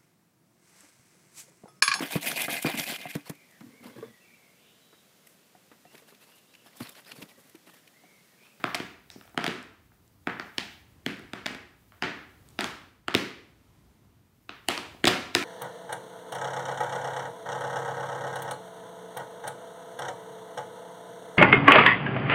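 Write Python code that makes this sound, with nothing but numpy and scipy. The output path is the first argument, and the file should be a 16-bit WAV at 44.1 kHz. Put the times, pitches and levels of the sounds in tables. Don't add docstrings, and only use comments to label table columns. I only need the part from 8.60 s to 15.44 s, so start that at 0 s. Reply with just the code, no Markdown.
import sys
import numpy as np
from scipy import signal
from scipy.fft import rfft, irfft, next_fast_len
from scipy.io import wavfile
from scipy.ndimage import map_coordinates

SR = 44100
rng = np.random.default_rng(int(sys.argv[2]) if len(sys.argv) > 2 else 0)


def persist_wave(psi):
    counts = np.round(np.clip(psi, -1, 1) * 32767).astype(np.int16)
    wavfile.write(sys.argv[1], SR, np.atleast_2d(counts).T)


def volts(x):
    e = np.asarray(x, float) / 20
    return 10 ** e


N = 301644
LEAD = SR // 2
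TOP_HZ = 15760
BLOW_TIME = np.arange(SR // 10) / SR

# (time [s], force [dB], bite [dB], weight [dB], sole plate pitch [Hz])
WALKING = [(-0.16, -18, -10, -3, 1800), (0.041, -13, -22, -9, 1562), (0.1461, -19, -12, -17, 2420),
           (0.1503, -24.5, -1, -22, 1550), (0.2008, -28.5, -11, 4, 1920), (0.502, -43.5, 5.5, -24, 2100),
           (0.7764, -15, -16.5, -5.5, 1674), (0.842, -19, -12.5, -8.5, 1740),
           (0.8646, -20.5, -9, -32, 2320), (0.8781, -24.5, -10, 4, 1770), (1.672, -16.5, -27, -5.5, 1770),
           (1.7976, -24.5, -24.5, -6.5, 1760), (1.9819, -21.5, -4.5, -5, 2117),
           (2.4631, -20, -8, -0.5, 2070), (2.7341, -24.5, -12, -5, 1720), (2.8594, -23, -23, -6.5, 2350),
           (2.8642, -21.5, -5.5, -44, 1900), (2.948, -31.5, -14, -4, 1810), (3.3213, -44.5, -23, -34, 1550),
           (3.4233, -17, -19, -10.5, 1870), (3.4368, -25, -27, 0, 1855), (3.9899, -18.5, -12, -4, 1750),
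           (4.008, -23, -2.5, -19, 2056), (4.043, -22.5, -5.5, -13, 1430)]
# (time [s], force [dB], bite [dB], weight [dB], sole plate pitch [Hz])
STAMPING = [(4.4825, -17, -17.5, -9, 1650), (4.5423, -17.5, -14, -14, 1470), (4.5496, -13.5, -2, 2, 2347),
            (5.8926, -29.5, -23, -8, 1630), (6.086, -20, 5.5, -3.5, 1820), (6.1025, -23, -30, -14, 1450),
            (6.109, -20.5, -44, -10, 2610), (6.1768, -26, -10, -4.5, 1290), (6.4421, -11, -16, -1.5, 1970),
            (6.4541, -18.5, 0.5, -12, 2420), (6.4708, -24, 2, 5, 1780), (6.4716, -15.5, -5, 0, 1630),
            (6.4767, -12.5, -2.5, -32, 1400), (6.4796, -17.5, -1, -10, 2397),
            (6.4846, -22.5, -1, -31, 2210), (6.7503, -13, -3.5, -14, 2124), (6.7532, -19, -24, 3.5, 1310),
            (6.826, -24.5, -11, -31, 2480)]
# (time [s], ring [dB], upper ring [dB])
NEIGHBOUR_STUDS = [(0.1465, -25, -24), (0.8421, -36, -24), (0.8786, -23.5, -48), (1.7974, -55, -35),
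                   (1.9826, -16.5, -23.5), (2.8599, -24.5, -29), (3.4234, -45, -25.5), (3.4363, -22, -62),
                   (4.0081, -46.5, -27.5), (4.5499, -17, -16.5), (5.8938, -26.5, -66), (6.0861, -12, -42),
                   (6.1774, -45, -26.5), (6.4538, -40, -20), (6.4717, -15.5, -14.5), (6.4797, -12, -40),
                   (6.7503, -28.5, -16.5)]
# (time [s], tick [dB], ring [dB])
GRAZES = [(0.0265, -54, -78.5), (0.155, -32, -39.5), (0.6114, -80, -43), (0.624, -50, -76),
          (0.641, -59, -79.5), (0.654, -48.5, -60), (0.6768, -92, -50), (0.6949, -52, -59),
          (0.7458, -52, -65), (0.8493, -42.5, -44), (1.028, -42, -61), (1.4783, -58, -78.5),
          (2.5707, -49, -59), (2.589, -58, -74), (2.595, -42, -72), (2.916, -45, -68), (2.93, -47, -60),
          (3.8882, -47, -81.5), (3.9043, -50, -66), (3.92, -64, -85), (6.0947, -38, -22)]
# (time [s], plate [dB], bending [dB], thud
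# [dB])
LOAD_SHIFTS = [(0.1567, -46, -59, -35.5), (0.559, -63, -47.5, -37), (0.612, -41, -53.5, -56),
               (0.652, -52, -52, -72), (0.6768, -47, -52, -78), (0.7448, -47.5, -45.5, -44.5),
               (0.894, -26, -49.5, -33.5), (1.3188, -53, -61.5, -62), (2.596, -44.5, -54, -39),
               (2.9057, -44, -69, -32.5), (2.9307, -59, -44.5, -64), (3.566, -53, -56, -38),
               (6.346, -71, -46, -43), (6.532, -24, -50, -38), (0.1505, -58, -38, -55),
               (1.983, -59, -32.5, -58.5), (6.0862, -60.5, -23, -54), (6.4712, -60, -15.5, -32),
               (6.4778, -60, -36, -50)]
# (time [s], room share [dB])
ROOM_SHARE = [(0, -1), (.8, 1), (1.67, 2.5), (1.98, 1), (2.73, 2), (2.86, 0.5), (3.43, 4.5), (4, 4),
              (4.55, 0), (5.89, 2), (6.44, 2.5), (6.48, 1.5), (6.75, 3)]
# (delay [s], level [dB])
FIRST_ECHOES = [
    (0.0114, -16),
    (0.017, -21),
    (0.0161, -23),
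    (0.024, -26),
    (.033, -27.5),
]
# (frequency [Hz], time to fall 60 dB [s])
GARAGE_DECAY = [(100, 0.45), (260, 0.67), (700, 0.59), (1840, 0.58), (4850, 0.54), (12800, 0.42)]
# (frequency [Hz], level [dB])
GARAGE_COLOUR = [(100, -9.5), (340, -7), (530, -8.5), (720, -6.5), (1050, -5), (1600, -3), (2600, -1.5),
                 (4000, -4.5), (8000, -7), (12500, -3.5), (15500, -4)]
# (frequency [Hz], level [dB])
STANDING_WAVES = [(122, -28), (172, -28.5), (201, -29), (285, -29.5), (372, -28.5), (474, -31),
                  (705, -29.5)]
# (time [s], level [dB])
DRAG_LEVEL = [
    (0.501, -89),
    (0.513, -51),
    (0.561, -61),
    (.585, -70),
    (.61, -76),
]
# (frequency [Hz], level [dB per Hz])
GRIT_COLOUR = [(800, -3.5), (2000, -6), (3200, -12), (4400, -7.5), (5400, 2.5), (6400, -7), (8000, -12),
               (15000, -5.5)]
# (middle [s], level [dB], length [s])
LEG_SWINGS = [
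    (0, -63, 0.57),
    (0.625, -65.5, 0.33),
    (1.33, -75.5, 0.55),
    (1.98, -67, 0.66),
    (2.643, -81, 0.15),
    (3.29, -73.5, 0.31),
    (3.858, -72.5, 0.92),
    (6.279, -72.5, 1.1),
]
# (frequency [Hz], level [dB per Hz])
CLOTH_COLOUR = [(700, -21), (2000, -2.5), (5000, -3), (9000, -3.5), (15000, 1)]
# (frequency [Hz], level [dB per Hz])
AIR_COLOUR = [(20, -48.5), (30, -30.5), (55, -9.5), (100, -6), (160, -13.5), (300, -16.5), (500, -26),
              (1000, -28), (2500, -35), (6000, -40), (12000, -42.5), (15500, -44.5)]
# (frequency [Hz], rms level [dB])
ELECTRIC_WHINE = [(14147, -83)]
# (frequency [Hz], gain [dB])
MICROPHONE = [(30, -42), (80, -2), (160, -3), (300, -2), (8000, 1), (12500, -12), (15600, -15),
              (16400, -21.5), (16900, -66)]


def steps():
    direct, walls, room = np.zeros((3, N + LEAD + 2 * SR))
    paths = [garage(rise=0.01, near_db=-5) for _ in range(int(N / SR * 4) + 3)]
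    studs, soles, lone = contacts()
    blows = [(s, *stud(*row, rng.standard_normal(len(BLOW_TIME))), 0) for s, *row in studs]
    blows += [(s, sole(*row, rng.standard_normal(2)), 0, 1) for s, *row in soles]
    blows += [(s, *stud(*row, rng.standard_normal(len(BLOW_TIME))), 2) for s, *row in lone]
    for s, hit, room_db, kind in blows:
        at = round(s * SR) + LEAD
        to_room = volts(room_db + np.interp(s, *np.transpose(ROOM_SHARE)))
        pulse = all_round(hit, octaves=[0.9, 0.6, 0.8][kind])
        path = paths[4 * at // SR - kind]
        wet = signal.fftconvolve(pulse, path)[SR // 200:]
        direct[at:at + len(hit)] += hit
        walls[at:at + len(hit)] += to_room * hit
        room[at:at + len(wet)] += to_room * wet
    return (direct + echoes(walls) + room)[LEAD:LEAD + N]


def contacts():
    studs, soles = [], []
    for table, bend_db, thud_hz in [(WALKING, -9.5, 294), (STAMPING, -11, 341)]:
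        for s, force, bite, weight, plate_hz in table:
            ring_hz = 3490 + 34.5 * bite
            ring_db = force + 3 + 0.4 * bite
            upper_db = force - 5.5 + 0.76 * bite
            room_db = -5 - 0.13 * bite
            studs.append((s, ring_hz, ring_db, upper_db, force + bite, room_db))
            soles.append((s, plate_hz, force, force + bend_db, thud_hz, force + weight))
    lone_hz = 3000
    lone = [(s, lone_hz, ring, tick - 16.5, tick, -3.5) for s, tick, ring in GRAZES]
    lone += [(s, lone_hz, ring, upper, upper - 20, -4.5) for s, ring, upper in NEIGHBOUR_STUDS]
    soles += [(s, 1780, plate, bend, 294, thud) for s, plate, bend, thud in LOAD_SHIFTS]
    return studs, soles, lone


def stud(ring_hz, ring_db, upper_db, tick_db, room_db, chance):
    t = BLOW_TIME
    tick = np.diff(chance, prepend=0) * volts(-60 * t / 0.003) * (1 - np.exp(-t / 0.0001))
    tick = tick / np.abs(tick).max()
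    ring = damped(t, ring_hz, t60=0.0026, rise=0.0001)
    upper_hz = 4900 * volts(0.5 * chance[-1])
    upper = damped(t - 0.0001, upper_hz, t60=0.0022, rise=0.0001)
    blow = volts(ring_db + 1) * ring + volts(upper_db + 3) * upper
    rebound_s = 0.00087 * volts(chance[-2])
    rebound = 0.84 * np.roll(blow, round(SR * rebound_s))
    return volts(tick_db + 12) * tick + blow + rebound, room_db


def sole(plate_hz, plate_db, bend_db, thud_hz, thud_db, chance):
    t = BLOW_TIME
    plate = -damped(t, plate_hz, t60=0.01, rise=0.00026, fall=0.64)
    bend_hz = 790 * volts(0.5 * chance[0])
    bend = damped(t - 0.0008, bend_hz, t60=0.016, rise=0.0006, fall=0.3)
    thud = -damped(t - 0.0018, 1.205 * thud_hz, t60=0.013, rise=0.0024, fall=0.47)
    thud = thud + 0.17 * damped(t - 0.002, 120 * volts(chance[1]), t60=0.044, rise=0.0023)
    return volts(plate_db) * plate + volts(bend_db + 3.5) * bend + volts(thud_db + 1) * thud


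def damped(t, hz, t60, rise, fall=0.):
    t = np.maximum(t, 0)
    turns = hz * (t - fall * t * t / t60)
    fade = volts(-60 * t / t60) * (1 - np.exp(-t / rise)) * (t < 2 * t60)
    x = np.sin(2 * np.pi * turns) * fade
    return x / np.abs(x).max()


def all_round(hit, octaves):
    power = np.abs(rfft(hit)) ** 2
    k = np.arange(1, len(power) + 1)
    low, high = k * 2 ** (-octaves / 2), k * 2 ** (octaves / 2)
    for _ in range(2):
        total = np.cumsum(power)
        power = (np.interp(high, k, total) - np.interp(low, k, total)) / (high - low)
    power = np.abs(power) * (k * SR / len(hit) < TOP_HZ)
    return np.roll(irfft(np.sqrt(power), len(hit)), SR // 200)


def echoes(x):
    path = np.zeros(SR // 20)
    for delay, db in FIRST_ECHOES:
        path[round(delay * SR):][:2] = volts(db) * np.array([0.75, 0.25])
    return signal.fftconvolve(x, path)[:len(x)]


def garage(rise, near_db):
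    hz, t, z = signal.stft(rng.standard_normal(SR), SR, nperseg=256)
    fade = volts(-60 * t / along(GARAGE_DECAY, hz)[:, None])
    tail = signal.istft(z * fade, SR, nperseg=256)[1][:SR]
    t = np.arange(SR) / SR
    clumps = map_coordinates(rng.standard_normal(404), [t * 400])
    tail = tail * volts(9.2 * clumps * np.exp(-t / 0.019))
    tail = tail * (volts(near_db) + 1 - np.exp(-np.maximum(t - 0.008, 0) / rise))
    colour = volts(along(GARAGE_COLOUR, np.fft.rfftfreq(SR, 1 / SR)))
    tail = irfft(rfft(tail / np.linalg.norm(tail)) * colour, SR) + standing()
    return tail * np.clip(10 * (1 - t) - 1, 0, 1)


def standing():
    t = np.arange(SR) / SR
    hz, db = np.transpose(STANDING_WAVES)
    size, turn = rng.standard_normal((2, len(hz), 1))
    rings = volts(db[:, None] + 3 * size) * np.sin(2 * np.pi * hz[:, None] * t + 2 * turn)
    fade = volts(-60 * t / 0.31) * (1 - np.exp(-t / 0.0079))
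    return rings.sum(0) * fade / np.linalg.norm(fade)


def drag():
    s, db = np.transpose(DRAG_LEVEL)
    grains = rng.standard_normal(N) * volts(2 * wobble(700))
    level = volts(np.interp(np.arange(N) / SR, s, db, left=-120, right=-120))
    scrape = level * coloured(grains, GRIT_COLOUR)
    return scrape + signal.fftconvolve(scrape, garage(rise=0.01, near_db=-9.5))[:N]


def cloth():
    t = np.arange(N) / SR
    swell = sum(volts(db) * np.exp(-(2 * (t - s) / length) ** 2) for s, db, length in LEG_SWINGS)
    return swell * volts(1.5 * wobble(30)) * coloured(rng.standard_normal(N), CLOTH_COLOUR)


def background():
    air = volts(-61.5 + 2.5 * wobble(2)) * coloured(rng.standard_normal(N), AIR_COLOUR)
    t = np.arange(N) / SR
    whine = np.zeros(N)
    for hz, db in ELECTRIC_WHINE:
        whine += volts(db) * np.sqrt(2) * np.sin(2 * np.pi * hz * t + 0.3 * wobble(20))
    return air + whine


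def along(points, hz):
    f, v = np.transpose(points)
    return np.interp(np.log(hz + 1), np.log(f + 1), v)


def filtered(x, spectrum, top_hz=SR):
    m = next_fast_len(len(x) + 8192)
    hz = np.fft.rfftfreq(m, 1 / SR)
    return irfft(rfft(x, m) * volts(along(spectrum, hz)) * (hz < top_hz), m)[:len(x)]


def coloured(x, spectrum):
    y = filtered(x, spectrum, TOP_HZ)
    return y / np.sqrt(np.mean(y ** 2))


def wobble(rate):
    return map_coordinates(rng.standard_normal(int(N * rate / SR) + 4), [np.arange(N) * rate / SR])


def scene():
    shoes = filtered(steps() + drag(), MICROPHONE)
    return (shoes + cloth() + background())[None]


def top_cut(x):
    return signal.sosfilt(signal.butter(12, 16810, fs=SR, output="sos"), x)


def record(dry):
    t = np.arange(SR // 40) / SR
    smear = rng.standard_normal(len(t)) * volts(-60 * t / 0.028)
    smear = smear[None] / np.linalg.norm(smear)
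    backwards = dry[:, ::-1]
    ahead = signal.fftconvolve(backwards, smear, axes=1)[:, :N][:, ::-1]
    mix = dry + volts(-24) * ahead
    return top_cut(mix)


dry = scene()
out = record(dry)
persist_wave(out)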